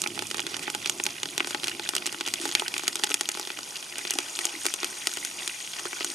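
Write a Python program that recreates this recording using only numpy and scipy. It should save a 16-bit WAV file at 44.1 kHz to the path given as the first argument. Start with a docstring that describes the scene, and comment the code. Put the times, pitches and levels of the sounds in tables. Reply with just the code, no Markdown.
"""A steady hiss of fine steam bubbles and sharp pops open the scene: leaves, dried chillies and garlic fry in hot oil
at the bottom of a deep aluminium pot, outdoors over a wood fire. Filtered noise and ringing bubbles make the foam,
spikes with decaying spray the bursting drops; resonances of the air in the pot colour them over a low rumble.
A handful of spices lands at about 2.4 s; later the microphone moves in over the rim and the hiss brightens."""
import sys
import numpy as np
from scipy import signal
from scipy.fft import rfft, irfft, next_fast_len
from scipy.io import wavfile
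from scipy.ndimage import uniform_filter1d

SR = 44100
rng = np.random.default_rng(int(sys.argv[2]) if len(sys.argv) > 2 else 0)


def generate_wav(signal):
    """Clip the signal to [-1, 1] and save it as 16-bit WAV at the path in sys.argv[1]."""
    frames = np.transpose(np.atleast_2d(signal))
    scaled = np.clip(frames, -1, 1) * 32767
    pcm = np.round(scaled).astype(np.int16)
    wavfile.write(sys.argv[1], SR, pcm)


N = 270774

# spectrum of a bursting drop: f/Hz, level/dB
DROP_SPECTRUM = [(60, -58), (150, -18.5), (300, -1.5), (560, -2.5), (1100, -4), (1700, -6), (3000, -4.5),
                 (4500, 0.5), (6500, 0), (9500, -6), (12500, -14), (14000, -29), (16000, -62)]
# high-pass slope of the spray thrown up by a burst: f/Hz, level/dB
SPRAY_SPECTRUM = [(330, -12.5), (750, 0)]
# spectrum of the larger breaking bubbles: f/Hz, level/dB
LARGE_BUBBLE_SPECTRUM = [(300, -11), (1500, -4)]
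# spectrum of the stirred air in the pot: f/Hz, level/dB
POT_AIR_SPECTRUM = [(100, -41.5), (220, -7), (330, -0.5), (480, -13.5), (700, -5.5), (1500, -60)]


def undb(db):
    """Amplitude gain is ten to the power of level/dB over 20."""
    return 10 ** (np.asarray(db) / 20)


def unit(x):
    """Normalise the mean power: scale to rms 1."""
    return x / np.sqrt(np.mean(x ** 2))


def slope(points, hz):
    """A spectrum through (Hz, dB) points, level being linear in log frequency."""
    f, db = np.transpose(points)
    return np.interp(np.log(hz + 1), np.log(f), db)


def bells(modes, hz):
    """Resonance curves: each mode lifts the level in dB by a bell around its frequency."""
    return sum(db / (1 + (2 * (hz - f) / width) ** 2) for f, width, db in modes)


def colour(x, points, shape=slope):
    """Minimum-phase filtering through the folded cepstrum: it rings after a click, never before."""
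    size = 2 * next_fast_len(x.shape[-1] // 2 + 2048)
    hz = np.arange(size // 2 + 1) * SR / size
    cepstrum = irfft(np.log(undb(shape(points, hz))))
    cepstrum[1:size // 2] *= 2
    cepstrum[size // 2 + 1:] = 0
    response = np.exp(rfft(cepstrum))
    return irfft(rfft(x, size) * response)[..., :x.shape[-1]]


def even(x):
    """Spectral whitening: level a short sound in overlapping half-octave-spaced bands."""
    centres = 250 * 2 ** np.arange(0, 6.1, .5)
    hz = np.arange(1, len(x) // 2 + 1) * SR / len(x)
    weights = np.exp(-(2 * np.log2(hz / centres[:, None])) ** 2)
    power = weights @ np.abs(rfft(x)[1:]) ** 2 / weights.sum(axis=1)
    return colour(x, np.column_stack([centres, -10 * np.log10(power)]))


def walk(rate):
    """Low-passed random levels: held 1 / rate s, averaged twice over that time, rms 1."""
    k = int(SR / rate)
    steps = np.repeat(rng.standard_normal(N // k + 1), k)
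    return unit(uniform_filter1d(uniform_filter1d(steps, k), k)[:N])


def add(track, s, sound):
    """Superposition: mix a short sound in at time s."""
    i = int(np.clip(s * SR, 0, N - 1))
    track[:, i:i + sound.shape[-1]] += sound[..., :N - i]


def ports(pair, pan_db):
    """Sum and difference stereo: left is middle plus side, right is middle minus side."""
    # side against middle at the two microphone ports: f/Hz, level/dB
    side_spectrum = [(200, -17.5), (330, -25.5), (520, -10.5), (750, -4), (1350, 0), (2400, -7), (4400, -5),
                     (7500, -23.5), (10000, -5.5), (14000, -19)]
    # the lean to one side grows with pitch, as long waves reach both ports more alike: f/Hz, level/dB
    lean_spectrum = [(400, 0), (900, 5.5)]
    lean = np.tanh(pan_db * np.log(10) / 40)
    side = colour(pair[1], side_spectrum) + lean * colour(pair[0], lean_spectrum)
    return np.array([pair[0] + side, pair[0] - side])


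def burst(crack_s, spike=0, tail=0.23, tail_s=0.0035):
    """Impulse and decaying noise (middle, side): a spike, spray, bounces between the walls and a faint tail."""
    t = np.arange(2048) / SR
    bounces = .36 * np.exp(-t / .0035)
    envelope = np.exp(-t / crack_s) + bounces + tail * np.exp(-t / tail_s)
    y = rng.standard_normal((2, len(t))) * envelope
    y[0, 0] = spike
    return y / np.sqrt(np.sum(y ** 2, axis=1, keepdims=True))


def ring(hz, cycles, glide=0.022):
    """A bubble as a damped oscillator of unit energy, rising slightly in pitch as it starts to fade."""
    turns = hz * np.arange(2048) / SR
    phase = 2 * np.pi * turns * (1 + glide * np.minimum(turns / cycles, 2))
    y = np.sin(phase) * np.exp(-turns / cycles)
    return y / np.sqrt(np.sum(y ** 2))


def bubbles(count, low_hz, high_hz, cycles, spread_db):
    """Free damped oscillation: steam bubbles at random moments each ring for a few cycles as they break."""
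    out, t = np.zeros((2, N)), np.arange(400) / SR
    for when, pitch, size, damping, place in rng.random((count, 5)):
        hz = low_hz * (high_hz / low_hz) ** pitch
        note = np.sin(2 * np.pi * hz * t) * np.exp(-t * hz / (cycles * (.5 + damping)))
        db = spread_db * min(-np.log(1 - size), 4.5)
        middle_side = [1, np.sqrt(2) * np.cos(2 * np.pi * place)]
        # the root of pitch makes up for the shorter ring of high notes
        add(out, when * N / SR, undb(db) * np.sqrt(hz) * np.outer(middle_side, note))
    return unit(out)


def over_rim(from_s=3.72, to_s=4.07):
    """Change of listening position: how far the microphone has moved in above the pot, 0 to 1."""
    return np.clip((np.arange(N) / SR - from_s) / (to_s - from_s), 0, 1)


def hiss(grain=0.56, flicker_db=-1.0):
    """Dense random events fuse to noise: the finest foam hisses, with single bubbles pricking through."""
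    # spectrum of the foam: f/Hz, level/dB
    foam_spectrum = [(500, -98), (2000, -13), (4000, -9.5), (6400, 0), (7800, -5), (9200, -2),
                     (11000, -6.5), (12800, -10.5), (13600, -21), (14500, -52)]
    # treble straight out of the pot, once the microphone is over the rim: f/Hz, width/Hz, lift/dB
    direct_treble = [(5750, 320, 4), (6800, 980, 4.5), (8650, 420, 5)]
    fizz = bubbles(count=3200, low_hz=3250, high_hz=11670, cycles=6, spread_db=3.0)
    inside = colour(rng.standard_normal((2, N)) + grain * fizz, foam_spectrum)
    above = colour(inside, direct_treble, bells)
    over = over_rim()
    return unit((1 - over) * unit(inside) + over * unit(above)) * undb(flicker_db * walk(24.76))


def bubbling(grain=0.89, flicker_db=1.7, patchy_db=4.0):
    """Amplitude-modulated bubble noise: coarse bubbles seethe around the leaves in bunches, over foam."""
    # spectrum of the coarse foam: f/Hz, level/dB
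    foam_spectrum = [(200, -25.5), (500, 1), (750, 3.5), (1100, 3), (1700, -12.5), (2600, -8),
                     (3500, -14.5), (5000, 5), (9000, -22.5), (14000, -54)]
    seethe = bubbles(count=1900, low_hz=1530, high_hz=5590, cycles=3.3, spread_db=3.0)
    seethe = colour(seethe, LARGE_BUBBLE_SPECTRUM)
    foam = unit(colour(rng.standard_normal((2, N)), foam_spectrum))
    bunches = unit(seethe * undb(patchy_db * walk(60)))
    return unit(foam * undb(flicker_db * walk(18)) + grain * bunches)


def crackle(count=520, spread_db=8, focus_db=12, crack_s=0.0007, low_hz=1900, high_hz=8500):
    """Random impulses: many small pops, each strongest around a pitch of its own."""
    out = np.zeros((2, N))
    for when, size, pitch in rng.random((count, 3)):
        db = spread_db * min(-np.log(1 - size), 2.2)
        hz = low_hz * (high_hz / low_hz) ** pitch
        focus = [(hz / 2, -focus_db), (hz, 0), (hz * 2, -focus_db)]
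        tick = burst(crack_s, 7 * pitch)  # the higher, the spikier
        add(out, when * N / SR, undb(db) * colour(tick, focus))
    return unit(colour(colour(out, SPRAY_SPECTRUM), DROP_SPECTRUM))


def air_hum(flicker_db=5.0):
    """Cavity resonance under random drive: the air in the pot hums, its level flickering."""
    hum = unit(colour(rng.standard_normal((2, N)), POT_AIR_SPECTRUM))
    return hum * undb(flicker_db * walk(22))


def outdoor_rumble():
    """Coloured noise: a low outdoor rumble with narrow ridges in its spectrum."""
    # f/Hz, level/dB
    rumble_spectrum = [(20, -29), (75, -16), (92, -12), (105, 3.5), (120, -7.5), (145, 1.5), (185, -1),
                       (205, 2.5), (230, -0.5), (400, -5), (2000, -64)]
    return unit(colour(rng.standard_normal((2, N)), rumble_spectrum))


def pops(pan_db, gain_db=27.5, body_db=3, snap_db=1.0, push_db=-1, crack_s=0.00051, spike=4.12):
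    """Sudden volume change radiates an impulse: drops flash to steam, louder ones with more in the first spike."""
    # the loudest drops: t/s, relative level/dB, relative body below 1.5 kHz/dB, relative snap above 5 kHz/dB
    drop_events = [(0.0182, -28.5, -11, 10.5), (0.0385, -26, -2.5, -2), (0.0614, -20, -6, -41),
                   (0.074, -28.5, -10, 2.5), (0.1771, -33.5, 6, -13), (0.1916, -25, -6, -3),
                   (0.2226, -32.5, 6, 4), (0.2696, -40.5, -17, 11.5), (0.3024, -34.5, -19, 3),
                   (0.3125, -25.5, -6, -2.5), (0.3446, -28.5, 2, -1), (0.37, -42.5, 3, 15),
                   (0.3817, -31, -2, -1), (0.3945, -21, -5.5, -13), (0.4031, -30.5, -8, 5),
                   (0.4668, -25.5, -8, -4.5), (0.5428, -24.5, -9, -12), (0.5672, -31, -0.5, 4),
                   (0.5939, -33, -4, 0), (0.6792, -24, 1.5, -30), (0.701, -31.5, 0, 6),
                   (0.7489, -26, 2, 1.5), (0.8593, -22, -8.5, -4), (0.8739, -33, -5, 5),
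                   (0.8967, -23, -4.5, 6), (0.9997, -23, -2, -13), (1.038, -39, -13, 22),
                   (1.0545, -32, -2, 4), (1.0654, -21, -6, -0.5), (1.232, -23.5, -5.5, -0.5),
                   (1.2565, -28.5, -3.5, -4), (1.3793, -22, -5.5, 1), (1.398, -28, -7, -10),
                   (1.4045, -13, -7, -21.5), (1.446, -25, -8, -12), (1.4724, -32, 5.5, 3.5),
                   (1.508, -30.5, 1.5, -2), (1.5467, -22.5, 2.5, -9.5), (1.6341, -27.5, -4, -10),
                   (1.6422, -24, -10, 0), (1.6717, -29, -2.5, 1), (1.6815, -23, -8, -1.5),
                   (1.6957, -31.5, -3, 2), (1.796, -28.5, 0.5, -5), (1.8905, -23.5, -5, 5.5),
                   (1.9357, -34, 8.5, -10), (1.952, -24.5, -9, 5), (1.965, -23.5, -2.5, 3),
                   (1.982, -30, -11, -3), (2.0227, -29, -6, -16), (2.0586, -28, -3, 1),
                   (2.065, -27, -11, 9), (2.073, -27.5, -4, -3), (2.1261, -35, -1, 7),
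                   (2.1452, -28, -5, -16), (2.2096, -24, -1, -5), (2.2648, -37, 2, 8.5),
                   (2.276, -27, -1.5, 1.5), (2.2849, -28, -8, -1), (2.3385, -22.5, -6.5, 3.5),
                   (2.4544, -29.5, 8.5, 3), (2.4906, -31.5, -2, 1), (2.523, -32.5, -5, 4.5),
                   (2.5512, -13, -12, -4.5), (2.5965, -24.5, -10, 0.5), (2.6205, -35.5, 16, -7),
                   (2.681, -25, -10.5, 1), (2.7405, -24, -11, -4), (2.765, -24.5, -5.5, -16),
                   (2.78, -26.5, -15, 3), (2.795, -33.5, 4, 3), (2.8354, -38.5, 10, 8),
                   (2.8796, -19, -6, 3.5), (2.956, -27, -3.5, 7.5), (2.9956, -34.5, 5, 2),
                   (3.0367, -18, -5, -3), (3.0416, -23.5, -7, 5.5), (3.071, -31.5, -2, -4),
                   (3.0928, -36, -1, 6), (3.1029, -30, -2, 2), (3.1097, -35, 10, 8),
                   (3.1166, -18.5, -19, -16), (3.1423, -20.5, -7, 7), (3.21, -23.5, -1, 5),
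                   (3.2897, -25, -3.5, 6.5), (3.3177, -39.5, -5, 12.5), (3.3504, -36.5, 7.5, 3),
                   (3.3732, -34.5, 5, 2), (3.3968, -35.5, 8.5, 11.5), (3.473, -32, 0, 0),
                   (3.5031, -25.5, -4, -13), (3.5892, -35, 7, 3.5), (3.9829, -34, 0, 10.5),
                   (4.0511, -27, -4.5, -10), (4.1076, -27, -3.5, 11), (4.1376, -33, -1, 10),
                   (4.1872, -21, -1.5, 0), (4.39, -24.5, -3.5, 0), (4.4453, -26, -15, -14),
                   (4.4533, -28, -1, 13.5), (4.4681, -30.5, -11, -3), (4.6475, -35, -2, 1),
                   (4.6542, -28, 7.5, 5.5), (4.6651, -21.5, -5, 5), (4.7392, -26, -7, 7),
                   (4.8312, -26.5, 2.5, -4), (4.8446, -24.5, -6, 4), (5.0712, -19, -7, 1.5),
                   (5.1377, -35.5, -17, 10.5), (5.1718, -31, 1.5, 2.5), (5.2494, -30, -6, 9),
                   (5.4768, -25.5, -6, 3.5), (5.7948, -32.5, 3.5, -12), (5.8547, -32, 9.5, -3),
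                   (5.9306, -23.5, -7, -22), (6.008, -26, -1.5, -10.5), (6.046, -28, 1, 9)]
    # bass from the push of a burst on the air: f/Hz, level/dB
    push_spectrum = [(420, 0), (800, -21), (2000, -36.5)]
    out = np.zeros((2, N))
    push = undb(push_db) * colour(signal.unit_impulse(2048), push_spectrum)
    for s, db, body, snap in drop_events:
        muffle = 1.54 * min(snap + 9, 0)  # the dullest bursts lose their upper middle too
        bass = 0.83 * (min(body, 12) + body_db)
        tone = [(350, bass), (1100, body + body_db), (2500, 0), (4300, muffle), (6500, snap + snap_db)]
        spike_height = spike * undb((db + max(snap, 0) + 23.0) / 2)
        crack = np.array([even(y) for y in burst(crack_s, spike_height)])
        sound = colour(colour(crack, SPRAY_SPECTRUM) + push, tone)
        add(out, s, undb(db + gain_db) * ports(sound, pan_db[int(s * SR)]))
    return colour(out, DROP_SPECTRUM)


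def plops(gain_db=19, low_hz=255, high_hz=410, cycles=0.71, count=8, gap_s=0.017, fade_db=2.5):
    """Heavily damped oscillation: round low bubbles stir the pot's air in uneven, fading runs."""
    # soft pieces landing and heavy bubbles turning over: start t/s, length t/s, relative level/dB
    plop_runs = [(0.079, .055, -34.5), (0.437, 0.041, -34), (2.401, 0.02, -32), (2.436, 0.03, -31.5),
                 (2.475, 0.01, -32), (4.154, 0.012, -29.5), (4.539, 0.043, -35.5), (4.666, .01, -37),
                 (5.856, 0.0081, -32), (6.062, 0.049, -39)]
    out = np.zeros((2, N))
    for start, length, db in plop_runs:
        late = 0
        for chance, pitch in rng.random((count, 2)):
            if late <= length:
                fade = fade_db * late / length
                plop = ring(low_hz * (high_hz / low_hz) ** pitch, cycles)
                add(out, start + late, undb(db + gain_db - fade) * plop)
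            late += gap_s * (.5 + chance)  # gap_s is the mean gap
    return colour(out, POT_AIR_SPECTRUM)


def spits(cycles=4.5, spray=0.33, spray_s=0.002):
    """Damped resonance with noise: a large bubble tears open in a short wet note and a puff of spray."""
    # large wet bubbles: t/s, pitch f/Hz, relative level/dB
    spit_events = [(0.1046, 3000, -17), (1.106, 5800, -8), (1.1812, 2700, -18), (2.3853, 2700, -16),
                   (2.391, 650, -12), (2.6646, 2900, -13.5), (4.157, 750, -9), (5.2277, 2000, -16),
                   (5.4312, 3600, -12.5), (5.4969, 2650, -12.5), (5.512, 2000, -19), (6.0211, 2700, -13)]
    out = np.zeros((2, N))
    for s, hz, db in spit_events:
        sound = spray * colour(colour(burst(spray_s), SPRAY_SPECTRUM), DROP_SPECTRUM)
        sound[0] += ring(hz, cycles)  # the note lies in the middle signal alone
        add(out, s, undb(db) * sound)
    return colour(out, LARGE_BUBBLE_SPECTRUM)


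def flares(count=45, spread_db=4):
    """Rising and falling event density: a wet piece meets the oil and a swarm of tiny bursts swells and dies."""
    # sputtering wet pieces: approximate middle t/s, nominal length t/s, relative level/dB, treble tilt/dB
    flare_events = [(0.514, 0.054, -42, 0.5), (0.632, 0.027, -38.5, 3), (1.487, 0.059, -40, 8),
                    (1.663, 0.081, -45, 5.5), (2.447, .1, -39, 3), (5.432, 0.046, -42, 6.5)]
    out = np.zeros((2, N))
    for s, length, db, tilt in flare_events:
        swarm = np.zeros((2, SR // 4))
        for early, late, size in rng.random((count, 3)):
            # the sum of two even chances is likeliest halfway
            add(swarm, 0.79 * length * (early + late), undb(2 * spread_db * size) * burst(0.002))
        swarm = colour(colour(swarm, DROP_SPECTRUM), [(2500, -tilt), (6000, tilt)])
        loudness = np.sqrt(length * SR / np.sum(swarm[0] ** 2))
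        add(out, s - 0.76 * length, undb(db) * swarm * loudness)
    return out


def blips(level_db=-53.5, patchy_db=4):
    """Clustered damped oscillations: larger bubbles break on top of the foam, heard only from above the rim."""
    large = bubbles(count=900, low_hz=1435, high_hz=2750, cycles=2.8, spread_db=2.5)
    clusters = unit(large * undb(patchy_db * walk(16)))
    return undb(level_db) * over_rim() * colour(clusters, LARGE_BUBBLE_SPECTRUM)


def scene(hiss_db=0, bubbling_db=-5.5, air_db=-19.0, air_over_rim_db=-4):
    """Cavity coupling: all sounds from the oil pass the pot's resonances; the rumble bypasses them."""
    # how hard the oil fries: t/s, relative fine hiss level/dB, relative bubbling level/dB
    frying = [(0.0, -43, -43), (0.36, -44.5, -43.5), (0.56, -44, -41), (1.28, -44, -44.5), (1.52, -44, -41),
              (2.24, -43.5, -42.5), (2.46, -41, -40.5), (3.4, -44, -44), (4.22, -40, -41.5),
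              (5.44, -39, -43), (6.14, -40.5, -41)]
    # the microphone's position: t/s, low rumble level/dB, left minus right before the treble lean/dB,
    # small crackle against the bubbling column/dB
    position = [(0, -51.5, -2.5, -11.5), (1.1, -53.5, -1, -6.5), (2.4, -56, -0.5, -2.5),
                (3.7, -61, -0.1, -3.5), (6.1, -60.5, 0.5, -5.5)]
    # air resonances of the pot, with one null among them: f/Hz, width/Hz, lift/dB
    pot_modes = [(252, 9, 4), (288, 10, 9), (350, 38, 10), (402, 80, 6.5), (838, 48, 4), (1290, 30, 6),
                 (1470, 220, 7.5), (1665, 110, -4), (1940, 300, 6), (2466, 467, 8.3), (2900, 204, 6),
                 (3330, 595, 7)]
    # air swinging from wall to wall after a pop; it cancels above the middle: f/Hz, width/Hz, lift/dB
    cross_mode = [(846, 55, 6.5)]
    t = np.arange(N) / SR
    fry_s, *fry_levels = np.transpose(frying)
    fine, coarse = (np.interp(t, fry_s, column) for column in fry_levels)
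    view_s, *view_levels = np.transpose(position)
    low, pan, crisp = (np.interp(t, view_s, column) for column in view_levels)
    over = over_rim()
    rumble = outdoor_rumble() * undb(low)
    oil = hiss() * undb(fine + hiss_db)
    oil += bubbling() * undb(coarse + bubbling_db)
    oil += crackle() * undb(coarse + crisp)
    oil += air_hum() * undb(coarse + air_db + air_over_rim_db * over)
    drops = pops(pan)
    drops = over * drops + (1 - over) * colour(drops, cross_mode, bells)
    oil += plops() + spits() + flares() + blips()
    return colour(ports(oil, pan) + drops, pot_modes, bells) + ports(rumble, 0)


def record(dry, left_db=-0.02, top_hz=16400):
    """Transducer response: the left port is slightly less sensitive, both dip in the treble, the top is cut off."""
    # dips of the microphone port: f/Hz, width/Hz, level/dB
    port_dips = [(5330, 250, -2.5), (6200, 300, -2.5), (7530, 90, -13), (11350, 600, -2.5)]
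    heard = colour(dry, port_dips, bells) * undb([[left_db], [0]])
    return signal.sosfilt(signal.ellip(8, .2, 70, top_hz, fs=SR, output="sos"), heard)


dry = scene()
out = record(dry)
generate_wav(out)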